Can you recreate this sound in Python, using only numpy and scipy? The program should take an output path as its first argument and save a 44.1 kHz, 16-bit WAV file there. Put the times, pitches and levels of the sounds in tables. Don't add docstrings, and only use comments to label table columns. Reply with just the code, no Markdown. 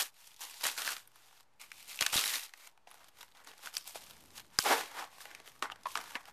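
import sys
import numpy as np
from scipy import signal
from scipy.fft import rfft, irfft, next_fast_len
from scipy.io import wavfile
from scipy.ndimage import uniform_filter1d, map_coordinates

SR = 44100
rng = np.random.default_rng(int(sys.argv[2]) if len(sys.argv) > 2 else 0)


def unload_audio(sound):
    columns = np.transpose(np.atleast_2d(sound))
    steps = np.round(np.clip(columns, -1, 1) * 32767)
    wavfile.write(sys.argv[1], SR, steps.astype(np.int16))


N = 278932

# start of full strength in seconds, rise in ms per 20 dB,
# hold in ms, fall in ms per 20 dB (all three at least 1 ms), fibre level in dB, board rubbing level in dB,
# pitch of the loose flap in Hz, flap level in dB against the board.
HAND_STROKES = [(0.0, 12.5, 4.3, 50.5, -27.5, -39, 1725, -8.5),
                (0.202, 129.5, 108, 105.5, -60.5, -73, 1760, -17),
                (0.415, 24.5, 3.9, 251.5, -45, -56.5, 922, -3.5),
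                (0.617, 121.5, 3.8, 14, -53, -64.5, 920, -7),
                (0.64, 11, 35.3, 130.5, -35, -44, 1900, -19.5), (0.766, 0, 1.9, 45, -50.5, -57.5, 1477, 6),
                (0.785, 8, 139.5, 99.5, -41.5, -50.5, 1530, -7),
                (1.166, 81, 240, 40.5, -65, -71, 964, -11.5), (1.598, 2, 43.6, 54, -53.5, -62, 2283, -1),
                (1.79, 143.5, 37, 29, -54.5, -67.5, 2210, -5),
                (1.894, 59, 44.2, 87, -47.5, -60.5, 2240, -9.5),
                (2.01, 22, 30.3, 129, -41, -49, 2490, -0.5), (2.13, 16, 66.2, 82, -29.5, -42.5, 1264, -3),
                (2.241, 8, 122.7, 74.5, -35.5, -49.5, 1924, -2.5),
                (2.41, 72, 44.4, 31.5, -50, -65, 1910, -34), (2.597, 132.5, 70.9, 55, -58.5, -66, 2146, -5),
                (2.875, 11.5, 190, 58.5, -66.5, -68, 737, -9.5),
                (3.007, 6, 4, 36.5, -79.5, -64.5, 1240, -16.5),
                (3.196, 81, 12.9, 128, -59, -63, 930, -17.5),
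                (3.349, 0.5, 74, 31.5, -69.5, -63.5, 900, -22.5),
                (3.473, 26, 22.3, 70, -58, -53.5, 1152, -3),
                (3.647, 75.5, 27.3, 68, -49.5, -53.5, 1180, -15.5),
                (3.74, 8.5, 42.2, 92.5, -49.5, -62.5, 5030, 1.5),
                (3.866, 8.5, 18.4, 134, -47, -62.5, 736, -8), (3.956, 7.5, 1.94, 33.5, -41.5, -49, 744, -9),
                (4.022, 67.5, 2.9, 482, -57.5, -65, 700, -10.5),
                (4.362, 46, 14.7, 70, -52, -61.5, 960, -14.5),
                (4.541, 43.5, 30.8, 10.5, -59, -61, 943, -9.5), (4.597, 12, 3.1, 98, -34, -86.5, 750, -16),
                (4.662, 22, 67.4, 67, -36, -30.5, 791, -8.5),
                (4.791, 73.5, 14.8, 92.5, -43, -40.5, 1051, 0),
                (4.995, 115.5, 6.2, 83, -49, -42.5, 869, -10.5),
                (5.12, 29, 70.6, 25.5, -62, -62.5, 1051, 1), (5.208, 18.5, 2.9, 63, -47.5, -58, 1270, -2),
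                (5.268, 60.5, 98, 206.5, -68, -55.5, 1140, -3.5),
                (5.465, 29.5, 12.3, 193, -59, -65.5, 1232, 0),
                (5.626, 4, 1.18, 48.5, -83, -35.5, 1450, -39),
                (5.717, 9, 2.9, 11.5, -72.5, -49.5, 2890, -1),
                (5.718, 54, 2.9, 202.5, -99, -61, 1420, -19.5), (5.864, 10, 3, 99.5, -58, -55, 987, 2),
                (5.9, 81, 61, 32, -53.5, -83.5, 1030, 0), (5.958, -1, 9.9, 78, -58.5, -44, 1780, -33.5),
                (6.072, 135, 70, 30.5, -56, -59, 1770, -35.5), (6.155, 8, 4.9, 25, -76, -40, 2030, -6.5),
                (6.2, 37, 3, 83.5, -67, -61, 1600, -30.5), (6.287, 57.5, 2.5, 52, -63.5, -60.5, 1600, -26)]
# frequency in Hz, relative density in dB per Hz.
FIBRE_COLOUR = [(240, -53.5), (531, -29), (1570, -12.5), (2490, 6.5), (3460, 6), (11900, -5.5), (14000, -4)]
# frequency in Hz, width in Hz, relative level in dB.
MAILER_MODES = [(287.7, 73.6, -18.5), (436, 114.6, -14.5), (838.3, 319.4, 10), (1105.4, 499, 15),
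                (1477.6, 1176.7, 10), (2495, 707, -10.5)]
# start in seconds, peak of the crack in dB, pitch in Hz,
# board ring in dB against the crack.
GLUE_SNAPS = [(0.413, -34, 6030, -16.5), (0.5417, -38, 4350, -19), (0.61, -32.5, 4100, -14.5),
              (0.6396, -21.5, 3990, -23), (0.6524, -31, 1520, -3), (0.668, -21.5, 7000, -16),
              (0.6865, -30, 2250, -3), (0.6938, -38, 2500, -17), (0.7777, -24, 3700, -12),
              (0.8195, -25, 3600, -25.5), (0.8575, -45.5, 1580, -25), (0.8765, -22.5, 1620, -8.5),
              (0.8905, -23.5, 1590, -26), (0.9662, -30, 2280, -12.5), (1.075, -40.5, 11440, -32),
              (1.1585, -46.5, 10200, -5.5), (1.717, -32.5, 2295, -35.5), (1.9735, -42, 7500, -32.5),
              (1.9904, -24.5, 2560, -31.5), (2.0096, -15.5, 4190, -11), (2.0185, -19, 3170, -12.5),
              (2.0242, -15, 2990, -20), (2.064, -15, 3550, -12.5), (2.1318, -31, 2500, 3.5),
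              (2.141, -22, 3060, -6.5), (2.1678, -19.5, 3960, -29), (2.176, -18.5, 3500, -25),
              (2.1825, -19, 3010, -16), (2.192, -20, 4000, -18), (2.2392, -20, 2080, -12),
              (2.258, -22, 3950, -12.5), (2.352, -35, 4000, -21.5), (2.537, -39.5, 2400, -3.5),
              (2.776, -59, 2270, 4.5), (2.9131, -43.5, 10400, -2.5), (3.0853, -51.5, 10500, -1),
              (3.371, -47, 3900, -24.5), (3.3973, -66, 2380, -8.5), (3.446, -45, 7340, -3.5),
              (3.4725, -39, 3220, -5.5), (3.768, -18, 4845, -53.5), (3.7798, -26.5, 8650, -37),
              (4.305, -48, 4000, -20), (4.588, -10, 5030, -7), (5.0416, -37.5, 2940, -4.5),
              (5.2055, -38, 1724, -32), (5.3493, -33, 2420, -18), (5.7587, -52, 2870, 5),
              (5.834, -41.5, 4970, -27), (6.255, -41.5, 1720, -7.5)]
# start in seconds, peak of the ring in dB,
# pitch in Hz, click and thud in dB against the ring, contact t60 in ms (at least 1 ms).
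CASE_KNOCKS = [(2.872, -43, 790, -4.5, 36), (3.663, -52.5, 1100, -15, 10), (3.672, -29, 1412, -17, 10.6),
               (3.957, -31.5, 754, -11, 2.5), (5.6248, -21.5, 1200, 1, 5.4), (5.656, -28.5, 1368, -19, 8),
               (5.7, -28, 1370, -11.5, 4.3), (5.856, -25.5, 1049, -29.5, 21.7),
               (5.867, -28.5, 1035, -29, 23.4), (5.955, -24, 1360, 4, 8.6), (5.974, -25.5, 1555, -10.5, 14),
               (5.99, -34, 1194, -4, 6.5), (6.154, -24.5, 1606, -2.5, 8.8), (6.283, -42.5, 867, -8, 11.2)]
# start in seconds, peak in dB.
AIR_PUFFS = [(0.66, -45.5), (2.018, -34.5), (2.133, -38.5), (2.159, -26), (2.183, -37.5), (4.591, -27.5)]
# frequency in Hz, t60 in seconds.
ROOM_DECAY = [(300, 0.028), (1000, 0.198), (3000, 0.037)]
# frequency in Hz, relative density in dB per Hz.
HISS_COLOUR = [(35, -44.5), (60, -22.5), (689, -8.5), (927, -2), (1020, -8.5), (14000, -31)]
# start in seconds, end in seconds.
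HUM_HEARD = [(0, 1.6), (3.7, 5.9)]
# time in seconds, level in dB.
CAMERA_RUMBLE = [(0.0, -83), (1.2, -89), (2.1, -76), (2.4, -87), (2.95, -80.5), (3.55, -78.5), (3.85, -79),
                 (4.15, -71.5), (4.63, -72), (6.32, -74.5)]

FLUTES_PER_S = 110
COLOUR_DB = 7
FIRM_DB = -46.5
FLEX_DB, FLEX_GROWS = -16.5, 0.508
TILT_DB = 3.5
SNAP_T60_S, SNAP_WIDTH = 0.01366, 0.18
BREAK_DB = 6
KNOCK_WIDTH, THUD_DB = 0.313, -2.5
HISS_DB = -74.5
HUM_HZ, HUM_DB = 120, -85
OFFSET, TOP_HZ = -5e-4, 15030


def tearing():
    t, out = np.arange(N) / SR, np.zeros(N)
    grains = crackle(FLUTES_PER_S, even=6, spread_db=1.5, t60=0.0303)
    ticks = crackle(90, even=0.9957, spread_db=4.5, t60=0.014)
    smooth = rng.standard_normal(N)
    uneven = amp(1.1 * wobble(25))
    for s, *ms, fibre_db, board_db, flap_hz, flap_db in HAND_STROKES:
        rise, hold, fall = np.maximum(ms, 1) / 1000
        part = slice(max(round((s - 2 * rise) * SR), 0), round((s + hold + 2 * fall) * SR))
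        fibre, body = amp([[fibre_db], [board_db]]) * swell(t[part], s, rise, hold, fall)

        ripping = 0.502 * fibre ** 2 / (fibre ** 2 + 2.4 * body ** 2 + amp(-110))
        firmness_db = max(board_db - FIRM_DB, 0)
        light = amp(-max(firmness_db, (fibre_db - FIRM_DB) / 2))
        grainy = np.clip(ripping + 0.1095 * light, 0, 1)
        rubbing = smooth[part] + 0.971 * light * ticks[part]
        drive = (np.sqrt(grainy) * grains[part] + np.sqrt(1 - grainy) * rubbing) * uneven[part]

        bright = heard(drive, lambda f: amp(along(FIBRE_COLOUR, f) + TILT_DB * np.log2((f + 1) / 5000)))
        upper = heard(drive, lambda f: board(f, low=False))
        flexing = heard(drive, lambda f: board(f, high=False) * resonance(f, 410, 780))
        dark = upper + amp(FLEX_DB + FLEX_GROWS * firmness_db) * flexing
        flap = amp(flap_db) * heard(drive, lambda f: resonance(f, flap_hz, 0.349 * flap_hz) ** 2)
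        out[part] += fibre * bright + body * (dark + flap)
    return patches(out, patchy_db=0.716)


def swell(t, s, rise, hold, fall):
    before, after = np.maximum(s - t, 0), np.maximum(t - s - hold, 0)
    return amp(-20 * (before / rise + after / fall))


def crackle(rate, even, spread_db, t60):
    at = np.cumsum(rng.gamma(even, SR / (rate * even), 2000)).astype(int)
    size_db = spread_db * np.clip(rng.standard_normal(len(at)), -2, 2)
    noise, out = rng.laplace(size=N), 0
    inside = at < N
    for octave in range(8):
        starts = np.zeros(N)
        colour_db = rng.uniform(-COLOUR_DB, COLOUR_DB, len(at))
        starts[at[inside]] = amp(size_db + colour_db)[inside]
        envelope = signal.lfilter([1], [1, -amp(-60 / (t60 * SR))], starts)
        band = filtered(noise, lambda f: np.clip(1 - abs(np.log2(f / 125 + 1) - octave), 0, 1))
        out = out + band * envelope
    return unit(out)


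def heard(drive, response):
    gain = np.sqrt(np.mean(abs(response(np.arange(20., SR / 2, 20))) ** 2))
    return filtered(drive, response) / gain


def board(f, low=True, high=True):
    total = 0
    for k, (hz, width, db) in enumerate(MAILER_MODES):
        if low if k < 2 else high:
            total = total + (-1) ** k * amp(db) * resonance(f, hz, width)
    return total


def patches(x, patchy_db):
    z = signal.stft(x, nperseg=256)[2]
    field = uniform_filter1d(rng.standard_normal(z.shape), 5, 0)
    field = uniform_filter1d(field, 4, 1)
    return signal.istft(z * amp(patchy_db * unit(field)), nperseg=256)[1][:N]


def snaps():
    def crack(f, hz):
        return resonance(f, hz, SNAP_WIDTH * hz) + 0.23 * resonance(f, 2600, 7100) ** 2
    return blows(GLUE_SNAPS, np.full(len(GLUE_SNAPS), SNAP_T60_S), crack, board, BREAK_DB)


def knocks():
    def hollow(f, hz):
        return resonance(f, hz, KNOCK_WIDTH * hz) * resonance(f, hz, 3150) ** 2

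    def click_and_thud(f):
        return resonance(f, 1976, 2407) ** 2 + amp(THUD_DB) * resonance(f, 254.2, 160) ** 2
    contact_s = np.maximum(np.array(CASE_KNOCKS)[:, -1], 1) / 1000
    return blows(CASE_KNOCKS, contact_s, hollow, click_and_thud, lead_db=0)


def blows(table, t60s, first, second, lead_db):
    out, t = np.zeros(N + SR), np.arange(2048) / SR
    noises = rng.standard_normal((len(table), len(t)))
    for (s, db, hz, rel_db, *_), t60, noise in zip(table, t60s, noises):
        burst = noise * amp(-60 * t / t60) * (1 - np.exp(-t / 0.000043))
        burst[1] = -amp(lead_db)
        a = filtered(burst, lambda f: first(f, hz))
        b = filtered(burst, second)
        both = a / abs(a).max() + amp(rel_db) * b / abs(b).max()
        out[round(s * SR):][:len(t)] += amp(db) * both
    return out[:N]


def puffs():
    out, u = np.zeros(N + SR), np.arange(2000) / SR / 0.00029
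    for s, db in AIR_PUFFS:
        out[round(s * SR):][:len(u)] += amp(db) * u * np.exp(1 - u)
    return out[:N]


def room(x):
    hz, t, z = signal.stft(rng.standard_normal(SR // 3), SR, nperseg=256)
    decay = amp(-60 * t / along(ROOM_DECAY, hz)[:, None])
    tail = signal.istft(z * decay, SR, nperseg=256)[1]
    late = np.pad(x, (130, 0))
    return signal.fftconvolve(late, tail / np.linalg.norm(tail))[:N]


def room_tone():
    t = np.arange(N) / SR
    hiss = unit(filtered(rng.standard_normal(N), lambda f: amp(along(HISS_COLOUR, f))))
    hum = np.sin(2 * np.pi * HUM_HZ * t) * amp(HUM_DB + 3.2 * wobble(1.8))
    hum_gate = sum((t >= a) & (t < b) for a, b in HUM_HEARD) * 1.
    hum = hum * uniform_filter1d(hum_gate, SR // 10)
    rumble = unit(filtered(rng.standard_normal(N), lambda f: resonance(f, 25, 440) ** 2))
    hiss_gain = amp(HISS_DB + 0.42 * wobble(1.6))
    rumble_gain = amp(np.interp(t, *np.transpose(CAMERA_RUMBLE)) + 3.4 * wobble(3.016))
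    return hiss_gain * hiss + hum + rumble_gain * rumble


def amp(db):
    return 10 ** (np.asarray(db) / 20)


def unit(x):
    return x / np.sqrt(np.mean(x ** 2) + 1e-20)


def along(points, hz):
    f, v = np.transpose(points)
    return np.interp(np.log(hz + 1), np.log(f + 1), v)


def wobble(rate):
    knots = rng.standard_normal(int(N * rate / SR) + 4)
    return map_coordinates(knots, [np.arange(N) * rate / SR])


def filtered(x, response):
    m = next_fast_len(len(x) + 8192)
    return irfft(rfft(x, m) * response(np.fft.rfftfreq(m, 1 / SR)), m)[:len(x)]


def resonance(f, hz, width):
    return 1j * f * width / (hz * hz - f * f + 1j * f * width)


def scene():
    rips = tearing()
    cracks = snaps() + knocks()
    answer = amp(-16.0) * room(rips) + amp(-18.5) * room(cracks)
    return (rips + cracks + answer + puffs() + room_tone())[None]


def record(dry):
    def treble_fade(f):
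        return amp(-45 / (1 + np.exp(-np.clip((f - 14000) / 90, -50, 50))))
    fading = filtered(dry[0], treble_fade)
    return filtered(fading + OFFSET, lambda f: f < TOP_HZ)[None]


dry = scene()
out = record(dry)
unload_audio(out)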